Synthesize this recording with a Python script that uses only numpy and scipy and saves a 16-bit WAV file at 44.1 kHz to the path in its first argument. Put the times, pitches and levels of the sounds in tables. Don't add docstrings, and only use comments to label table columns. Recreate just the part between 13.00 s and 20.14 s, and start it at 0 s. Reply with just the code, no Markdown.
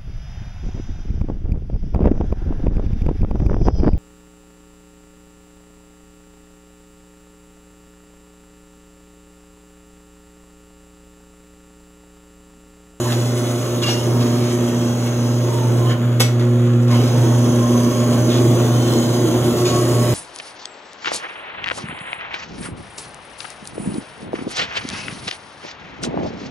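import sys
import numpy as np
from scipy import signal
from scipy.fft import rfft, irfft
from scipy.io import wavfile
from scipy.ndimage import uniform_filter1d

SR = 44100
rng = np.random.default_rng(int(sys.argv[2]) if len(sys.argv) > 2 else 0)


def store_wav(level_fs):
    pcm = np.round(np.clip(np.atleast_2d(level_fs), -1, 1) * 32767)
    wavfile.write(sys.argv[1], SR, pcm.T.astype(np.int16))


N = 314874
TIME = np.arange(N) / SR
FREQS = np.fft.rfftfreq(N, 1 / SR)
HUM_HZ, TURN_HZ = 120, 29.21


# frequency in Hz, relative level in dB.
GRIT_SPECTRUM = [(400, -20), (800, -4), (1300, -2), (1700, -5), (2100, -1), (2500, -3), (3300, .5),
                 (4400, .8), (5500, 1), (6800, 0), (7400, -2.5), (8300, -1.2), (9000, -2.5), (9700, -4.8),
                 (11000, -5), (13200, -7.7), (14400, -7.3), (16000, -15)]
# centre in Hz, width in Hz, gain in dB.
GRIT_RESONANCES = [(2050, 380, 4), (2520, 200, -2), (3300, 400, 2.2), (4000, 450, 2), (5400, 500, 2.2),
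                   (7750, 400, 3), (10250, 600, 5.7)]

def grit(distance_m, heading, level_db=-31, doubling_loss_db=7, return_boost_db=3):
    spectrum = undb(across(GRIT_SPECTRUM) + peaks_db(GRIT_RESONANCES)) * each_turn(repeat=0.085)
    hiss = colour(grains(per_s=14000, spread_db=2.0), spectrum)
    hiss = shifting_resonances(hiss, depth_db=2.8)
    throb_db = 0.56 * np.sin(2 * np.pi * TURN_HZ * TIME) + 0.68 * np.sin(2 * np.pi * HUM_HZ * TIME)
    flicker_db = 1.06 * walk(45)
    travel_db = return_boost_db * heading - doubling_loss_db * np.log2(distance_m)
    return hiss * undb(level_db + travel_db + throb_db + flicker_db)


def shifting_resonances(x, depth_db):
    cells = signal.stft(x, nperseg=1024)[2]
    field = rng.standard_normal(cells.shape)
    for _ in range(2):
        field = uniform_filter1d(field, size=3, axis=0)
        field = uniform_filter1d(field, size=19, axis=1)
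    cells = cells * undb(depth_db * unit(field))
    return unit(signal.istft(cells)[1][:N])


# distance in metres, frequency in Hz.
BLADE_RING_PITCH = [(.85, 6620), (1, 6750), (1.12, 6437), (1.9, 6380)]
# time in seconds, relative level in dB.
BLADE_RING_LEVEL = [(0, -36.5), (.3, -43), (.5, -42), (1.4, -43), (1.8, -42.5), (2.4, -41.5), (2.9, -44.5),
                    (3.95, -43.5), (4.4, -36.5), (5.1, -39), (5.4, -38.5), (5.9, -37.5), (6.35, -38.5),
                    (6.48, -44), (6.75, -35), (7.14, -44)]

def blade(distance_m, flare_db=1.0, flicker_db=1.0):
    hz = np.interp(distance_m, *np.transpose(BLADE_RING_PITCH))
    band = ring(hz + 90 * walk(9), width_hz=700)
    db, = curves(BLADE_RING_LEVEL)
    return band * undb(db + flare_db * walk(14) + flicker_db * walk(110))


# start in seconds,
# length in seconds, frequency in Hz, nominal width in Hz, relative level in dB.
SQUEALS_AND_SWELLS = [(0.04, 0.044, 976, 140, -28.5), (0.064, 0.061, 1592, 700, -33),
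                      (0.608, 0.1, 1123, 160, -37), (0.82, 0.04, 2800, 77, -25.5),
                      (0.856, 0.058, 2810, 68, -25.5), (0.912, 0.075, 2810, 60, -33),
                      (0.822, 0.07, 1133, 180, -34), (0.835, 0.11, 6600, 100, -36),
                      (0.876, 0.075, 5590, 55, -26.5), (0.878, 0.029, 798, 316, -29),
                      (0.92, 0.17, 900, 80, -39), (0.951, 0.1, 3030, 310, -36.5),
                      (1.15, 1.2, 3270, 116, -47.5), (2.394, 0.34, 912, 60, -34.5),
                      (2.76, 0.24, 1047, 62, -33), (2.849, 0.1, 3060, 310, -34),
                      (2.89, .05, 1680, 500, -31.5), (2.89, 0.045, 2130, 250, -37),
                      (3.89, 0.092, 1035, 170, -29), (3.894, 0.073, 2110, 440, -35),
                      (3.902, 0.13, 3100, 300, -38), (4.099, 0.32, 934, 59, -34),
                      (4.15, 1.1, 3300, 280, -44.5), (4.54, 0.23, 1053, 34, -33),
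                      (4.552, 0.58, 1118, 20, -40), (4.635, 0.38, 976, 36, -35.5),
                      (4.551, 0.74, 1083, 21, -38.5), (5.281, 0.11, 3530, 450, -31),
                      (5.361, 0.33, 336.4, 53, -24.5), (5.62, 0.4, 1072, 76, -37),
                      (5.679, 0.54, 3080, 33, -37), (6.154, 0.26, 319.7, 50, -22),
                      (6.379, 0.81, 1107, 9.3, -36.5), (6.63, 0.36, 1225, 66, -38),
                      (6.64, 0.1, 6780, 420, -34.5), (6.665, 0.14, 1110, 22, -32),
                      (6.84, 0.23, 965, 26, -42)]

def squeals_and_swells(rough_db=1.8, rough_per_s=70):
    out = np.zeros(N)
    for start_s, length_s, hz, width_hz, db in SQUEALS_AND_SWELLS:
        active = np.flatnonzero((TIME > start_s) & (TIME < start_s + length_s))
        arch = np.sin(np.pi * (TIME[active] - start_s) / length_s)
        mode = ring(np.full(len(active), hz), 1.4 * width_hz)
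        limited = mode / (np.abs(signal.hilbert(mode)) + 1e-9) ** .7
        roughness = undb(rough_db * walk(rough_per_s, size=len(active)))
        out[active] += undb(db) * arch * unit(limited * roughness)
    return irfft(rfft(out) * each_turn(repeat=.25), N)


# start in seconds, length in seconds, level in dB.
BITE_EVENTS = [(0.044, 0.083, -37), (0.817, 0.032, -22), (0.856, 0.033, -24.5), (0.882, 0.034, -23.5),
               (0.909, 0.051, -30), (0.97, .08, -42), (1.2, 0.033, -31), (1.238, 0.29, -38.5),
               (2.893, 0.04, -35), (3.901, 0.081, -33.5), (3.977, 0.22, -38.5), (5.284, 0.11, -32.5),
               (6.646, 0.025, -23.5), (6.666, 0.047, -28), (6.704, 0.071, -35)]
# frequency in Hz, relative level in dB.
RASP_SPECTRUM = [(800, -6), (1400, -4), (2200, -4), (2900, 0), (4000, -1), (5000, -3), (6500, -8),
                 (9000, -16), (15000, -25)]

def bites():
    spectrum = undb(across(RASP_SPECTRUM)) * low_cut(700)
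    rasp = colour(grains(per_s=9000, spread_db=0.5), spectrum)
    return rasp * sum(undb(db) * gate(start_s, length_s) for start_s, length_s, db in BITE_EVENTS)


# start in seconds, frequency in Hz, relative level in dB.
PING_EVENTS = [(4.774, 6300, -23), (4.778, 6300, -25), (4.843, 6290, -21), (5.985, 6430, -16),
               (6.654, 6810, -21), (6.760, 6810, -18), (6.995, 6550, -19)]

def pings(rise_s=.0012, t60_s=0.022):
    out = np.zeros(N)
    age = TIME[:SR // 10]
    envelope = (1 - np.exp(-age / rise_s)) * decay(age, t60_s)
    for start_s, hz, db in PING_EVENTS:
        start = int(start_s * SR)
        ping = undb(db) * envelope * np.sin(2 * np.pi * hz * age)
        out[start:start + len(age)] += ping[:N - start]
    return out


# start in seconds, relative level in dB,
# tilt in dB per octave.
KNOCK_EVENTS = [(.058, -35, 3), (.121, -20.5, -2.5), (2.062, -36, 5.5), (3.198, -21.5, 4), (3.203, -9.5, 0),
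                (3.213, -28, 8), (3.396, -30, -2.5), (3.411, -25, -7), (3.659, -43, -3), (3.823, -45, 6),
                (3.880, -27, -4), (6.341, -22, -7)]
# frequency in Hz, relative level in dB.
CRASH_SPECTRUM = [(500, -.5), (800, -1.5), (1100, -5), (1700, -8), (2200, -7), (3000, -5.5), (3600, -4),
                  (5500, -8.5), (7000, -12), (8200, -11), (9500, -15.5), (10500, -15), (11200, -8.5),
                  (12200, -15), (14000, -18.5), (16000, -30)]
# frequency in Hz, relative level in dB, T60 in seconds.
CARRIAGE_MODES = [(520, 5, 0.21), (645, 0, .12), (781, -2, 0.2), (1100, -1, .1), (1500, -1, .1),
                  (1930, 3, 0.11), (2194, -1, 0.11), (2649, 0, .15), (2900, -3, .13), (3460, -4, 0.13),
                  (5500, -12, 0.18), (5850, -9, .2), (6020, -10, 0.2), (6550, -10, 0.16), (7900, -12, .15),
                  (9800, -22, 0.12)]

def carriage(crack_t60_s=0.092, tail_t60_s=0.37, tail_db=-14, tail_hz=5200, modes_db=-16):
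    out = np.zeros(N)
    age = TIME[:SR // 2]
    for start_s, db, tilt_db in KNOCK_EVENTS:
        spectrum_db = across(CRASH_SPECTRUM) + tilt_db * np.log2(np.maximum(FREQS, 500) / 500)
        crash = colour(rng.standard_normal(N), undb(spectrum_db) * low_cut(450))[:len(age)]
        crack = crash * decay(age, crack_t60_s)
        tail = signal.lfilter(*signal.iirpeak(tail_hz, Q=1, fs=SR), crash) * decay(age, tail_t60_s)
        modes = 0
        for hz, mode_db, t60_s in CARRIAGE_MODES:
            gain = undb(mode_db + tilt_db * np.log2(hz / 500))
            modes += gain * decay(age, t60_s) * np.sin(2 * np.pi * hz * age)
        start = int(start_s * SR)
        out[start:start + len(age)] += undb(db) * (crack + undb(tail_db) * tail + undb(modes_db) * modes)
    return out


# time in seconds, levels of harmonics 1, 2 and 3 in dB.
HUM_LEVELS = [(0.0, -23, -30, -26), (0.22, -18.5, -29.5, -33), (0.45, -22.5, -30.5, -27.5),
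              (0.97, -24.5, -27.5, -33), (1.15, -18, -26.5, -32.5), (1.5, -21, -21, -25.5),
              (1.8, -22, -23, -33.5), (2.4, -18, -27, -33.5), (2.65, -17.5, -36, -32), (2.9, -16, -25, -28),
              (2.98, -21, -24.5, -45), (3.06, -15, -24, -39), (3.3, -17.5, -29.5, -32.5),
              (3.46, -14.5, -22, -24), (3.85, -14.5, -20, -29), (3.979, -13, -17.5, -30),
              (4.12, -15.5, -31, -31), (4.4, -16, -20, -30), (4.85, -19.5, -18, -29),
              (5.15, -18, -20.5, -29), (5.35, -17, -23, -31), (5.75, -17, -25, -30), (6.3, -21, -26.5, -25),
              (6.49, -20, -24, -23), (6.55, -31.5, -27, -23.5), (6.61, -20, -39, -22.5),
              (7.14, -17.5, -31, -30)]
HUM_LOAD_FLUTTER = [(.17, 19), (.3, 17), (0.419, 20)]
# time in seconds, level in dB.
WHINE_LEVEL = [(0, -33.5), (2.44, -35.5), (2.9, -36.5), (3.64, -40.5), (3.84, -61), (3.92, -30.5),
               (4.05, -37), (5.09, -29.5), (5.25, -36), (6.18, -33.5), (6.34, -33.5), (7.14, -27.5)]
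# frequency in Hz, relative level in dB.
RUNNING_TONES = [(58.4, -48.5), (76.5, -52), (87.6, -57), (480, -37), (525.8, -34), (1225.7, -50.5),
                 (1374, -51)]
# frequency in Hz, relative level in dB.
CUTTING_TONES = [(146, -40.5), (262.9, -30.5), (321.3, -41.5), (350.5, -37), (449, -44), (643, -54),
                 (788.5, -46.5), (817.8, -50), (909, -55), (963.6, -50), (1050.5, -55), (1076.8, -44),
                 (1105, -44.5)]

def motor(heading, contact, load, tones_db=-3.5, return_boost_db=4.0):
    hum = 0
    for harmonic, (db, (depth, per_s)) in enumerate(zip(curves(HUM_LEVELS), HUM_LOAD_FLUTTER), 1):
        partial = tone(harmonic * HUM_HZ, waver_rad=.14)
        flutter = 1 + depth * np.sqrt(load) * walk(per_s)
        hum += undb(db) * flutter * partial
    whine_db, = curves(WHINE_LEVEL)
    whine = undb(whine_db) * tone(5 * HUM_HZ, waver_rad=.25)
    running = sum(undb(db) * tone(hz, waver_rad=.2) for hz, db in RUNNING_TONES)
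    cutting = sum(undb(db) * tone(hz, waver_rad=.25) for hz, db in CUTTING_TONES)
    spindle = running + np.sqrt(contact) * cutting
    return hum + whine + undb(tones_db + return_boost_db * heading) * spindle


# frequency in Hz, relative level in dB.
BED_SPECTRUM = [(25, -52), (40, -49), (60, -22), (85, -14), (140, -6), (195, -11.5), (265, -6.5), (340, -5),
                (430, -7.5), (600, -10), (800, -20), (1100, -22), (1600, -31.5), (3000, -41.5)]
# centre in Hz, width in Hz, gain in dB.
BED_RESONANCES = [(135, 60, 1), (180, 14, 2), (236.2, 37, 8), (292, 26, -5), (330, 14, 5), (351, 10, 5),
                  (560, 60, -3.5), (717.6, 22, 5)]

def machine_bed(load, idle_db=-30, full_load_db=-20):
    spectrum = undb(across(BED_SPECTRUM) + peaks_db(BED_RESONANCES)) * each_turn(repeat=0.4)
    shake = colour(rng.standard_normal(N), spectrum)
    cut_gain = load * undb(full_load_db + 0.96 * walk(16))
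    return shake * np.hypot(undb(idle_db), cut_gain)


# frequency in Hz, relative level in dB.
BUZZ_SPECTRUM = [(120, -20), (200, -2), (320, 8), (470, -7.5), (580, -21), (700, -3), (860, -8), (1060, -2),
                 (1300, -11), (1500, -10), (2000, -24), (3300, -8), (4500, -44), (8000, -45)]

def wheel_buzz(heading, contact, level_db=-34, return_boost_db=3.5):
    buzz = colour(rng.standard_normal(N), undb(across(BUZZ_SPECTRUM)) * each_turn(repeat=.88))
    return buzz * contact * undb(level_db + return_boost_db * heading)


# frequency in Hz, relative level in dB.
SPRAY_SPECTRUM = [(200, -12), (500, 2.5), (800, -7.5), (1300, 1.5), (1750, -4.5), (2400, -9.5), (3400, -7),
                  (5500, -25.5), (7000, -12), (10000, -50), (16000, -45)]

def coolant(level_db=-37.5, splash_db=1.4):
    drops = colour(grains(per_s=4000, spread_db=2.5), undb(across(SPRAY_SPECTRUM)))
    return drops * undb(level_db + splash_db * walk(30))


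# frequency in Hz, lead of the left port in milliseconds.
LEFT_LEAD = [(400, -.03), (1200, -.01), (2000, .048), (3000, .074), (4000, .086), (4700, .106),
             (5600, .128), (6800, .147), (9000, .167), (11100, .18), (13200, .189), (16000, .197)]
# frequency in Hz, level against the direct sound in dB.
REFLECTION_SPECTRUM = [(60, -27), (250, -12), (500, -6), (1000, -3.5), (2400, 0), (3500, -6.5), (6500, -9),
                       (15000, -7.5)]

def ports(x):
    half_lead = np.exp(1j * np.pi * FREQS * across(LEFT_LEAD) / 1000)
    direct = rfft(x) * np.array([half_lead, 1 / half_lead])
    echo_gain = undb(across(REFLECTION_SPECTRUM))
    echoes = echo_gain * rfft(reflections(x))
    return irfft((direct + echoes) / np.hypot(1, echo_gain), N)


def reflections(x, t60_s=.28):
    hop = SR // 4
    age = TIME[:SR // 3]
    envelope = unit(decay(age, t60_s)) / np.sqrt(len(age))
    window = np.sin(np.pi * np.arange(2 * hop) / (2 * hop))
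    padded = np.pad(x, (hop, 2 * hop))
    out = np.zeros((2, len(padded) + len(age)))
    for start in range(0, N + hop, hop):
        piece = window * padded[start:start + 2 * hop]
        response = envelope * rng.standard_normal((2, len(age)))
        echo = signal.fftconvolve(piece[None], response, axes=1)
        out[:, start:start + echo.shape[1]] += echo
    return out[:, hop:hop + N]


def undb(db):
    return 10 ** (np.asarray(db) / 20)


def unit(x):
    return x / np.sqrt(np.mean(x ** 2))


def curves(table):
    times_s, *columns = np.transpose(table)
    return [np.interp(TIME, times_s, column) for column in columns]


def across(table):
    hz, value = np.transpose(table)
    return np.interp(np.log(FREQS + 1), np.log(hz), value)


def peaks_db(table):
    return sum(db / (1 + (2 * (FREQS - hz) / width_hz) ** 2) for hz, width_hz, db in table)


def low_cut(hz):
    return FREQS / np.hypot(FREQS, hz)


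def each_turn(repeat):
    return 1 / (1 - repeat * np.exp(-2j * np.pi * FREQS / TURN_HZ))


def colour(x, gain):
    return unit(irfft(rfft(x) * gain, N))


def walk(per_s, size=N):
    knots = rng.standard_normal(8192)
    return np.sqrt(3 / 2) * np.interp(TIME[:size] * per_s, np.arange(len(knots)), knots)


def ring(hz, width_hz):
    phase = 2 * np.pi * np.cumsum(hz) / SR
    return walk(width_hz, len(hz)) * np.cos(phase) + walk(width_hz, len(hz)) * np.sin(phase)


def tone(hz, waver_rad):
    return np.sqrt(2) * np.sin(2 * np.pi * (hz * TIME + rng.random()) + waver_rad * walk(12))


def grains(per_s, spread_db):
    impacts = (rng.random(N) < per_s / SR) * rng.standard_normal(N)
    return impacts * undb(spread_db * np.minimum(rng.exponential(size=N), 5))


def gate(start_s, length_s, edge_s=0.01):
    attack = np.clip((TIME - start_s) / edge_s, 0, 1)
    release = np.clip((start_s + length_s - TIME) / edge_s + .5, 0, 1)
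    return attack * release


def decay(age, t60_s):
    return np.exp(-np.log(1000) * age / t60_s)


def pan(right_db):
    return undb(np.array([[-right_db], [right_db]]) / 2)


# time in seconds, distance from the ports in metres.
CARRIAGE_PATH = [(0, 1), (2, 1.64), (3.3, 1.9), (4, 1.8), (5, 1.58), (7.14, .85)]
# time in seconds, contact from 0 to 1.
WHEEL_CONTACT = [(0, 1), (2.925, 1), (2.945, 0.33), (3.4, 0.35), (3.89, 0.21), (3.915, 0.97), (7.14, 0.87)]
# time in seconds, load from 0 to 1.
WHEEL_LOAD = [(0, 0.2), (.7, 0.38), (1.15, 0.6), (1.9, 0.34), (2.88, 0.58), (2.98, 0.39), (3.86, 0),
              (3.95, 0.67), (4.6, 0.64), (5.4, 1), (6.3, 0.73), (7.14, 0.92)]

def scene(reverse_at_s=3.4, reverse_takes_s=0.06):
    distance_m, = curves(CARRIAGE_PATH)
    contact, = curves(WHEEL_CONTACT)
    load, = curves(WHEEL_LOAD)
    heading = np.clip((TIME - reverse_at_s) / reverse_takes_s, -.5, .5)
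    cut = contact * (grit(distance_m, heading) + blade(distance_m))
    wheel = cut + bites() + squeals_and_swells() + pings() + coolant()
    body = ports(machine_bed(load) + wheel_buzz(heading, contact)) + motor(heading, contact, load)
    return ports(wheel + carriage()) + pan(right_db=1.0) * body


def record(dry, ceiling=.85, top_hz=15600):
    rounded = dry / (1 + (dry / ceiling) ** 8) ** (1 / 8)
    return signal.sosfilt(signal.ellip(10, .1, 80, top_hz, fs=SR, output="sos"), rounded)


dry = scene()
out = record(dry)
store_wav(out)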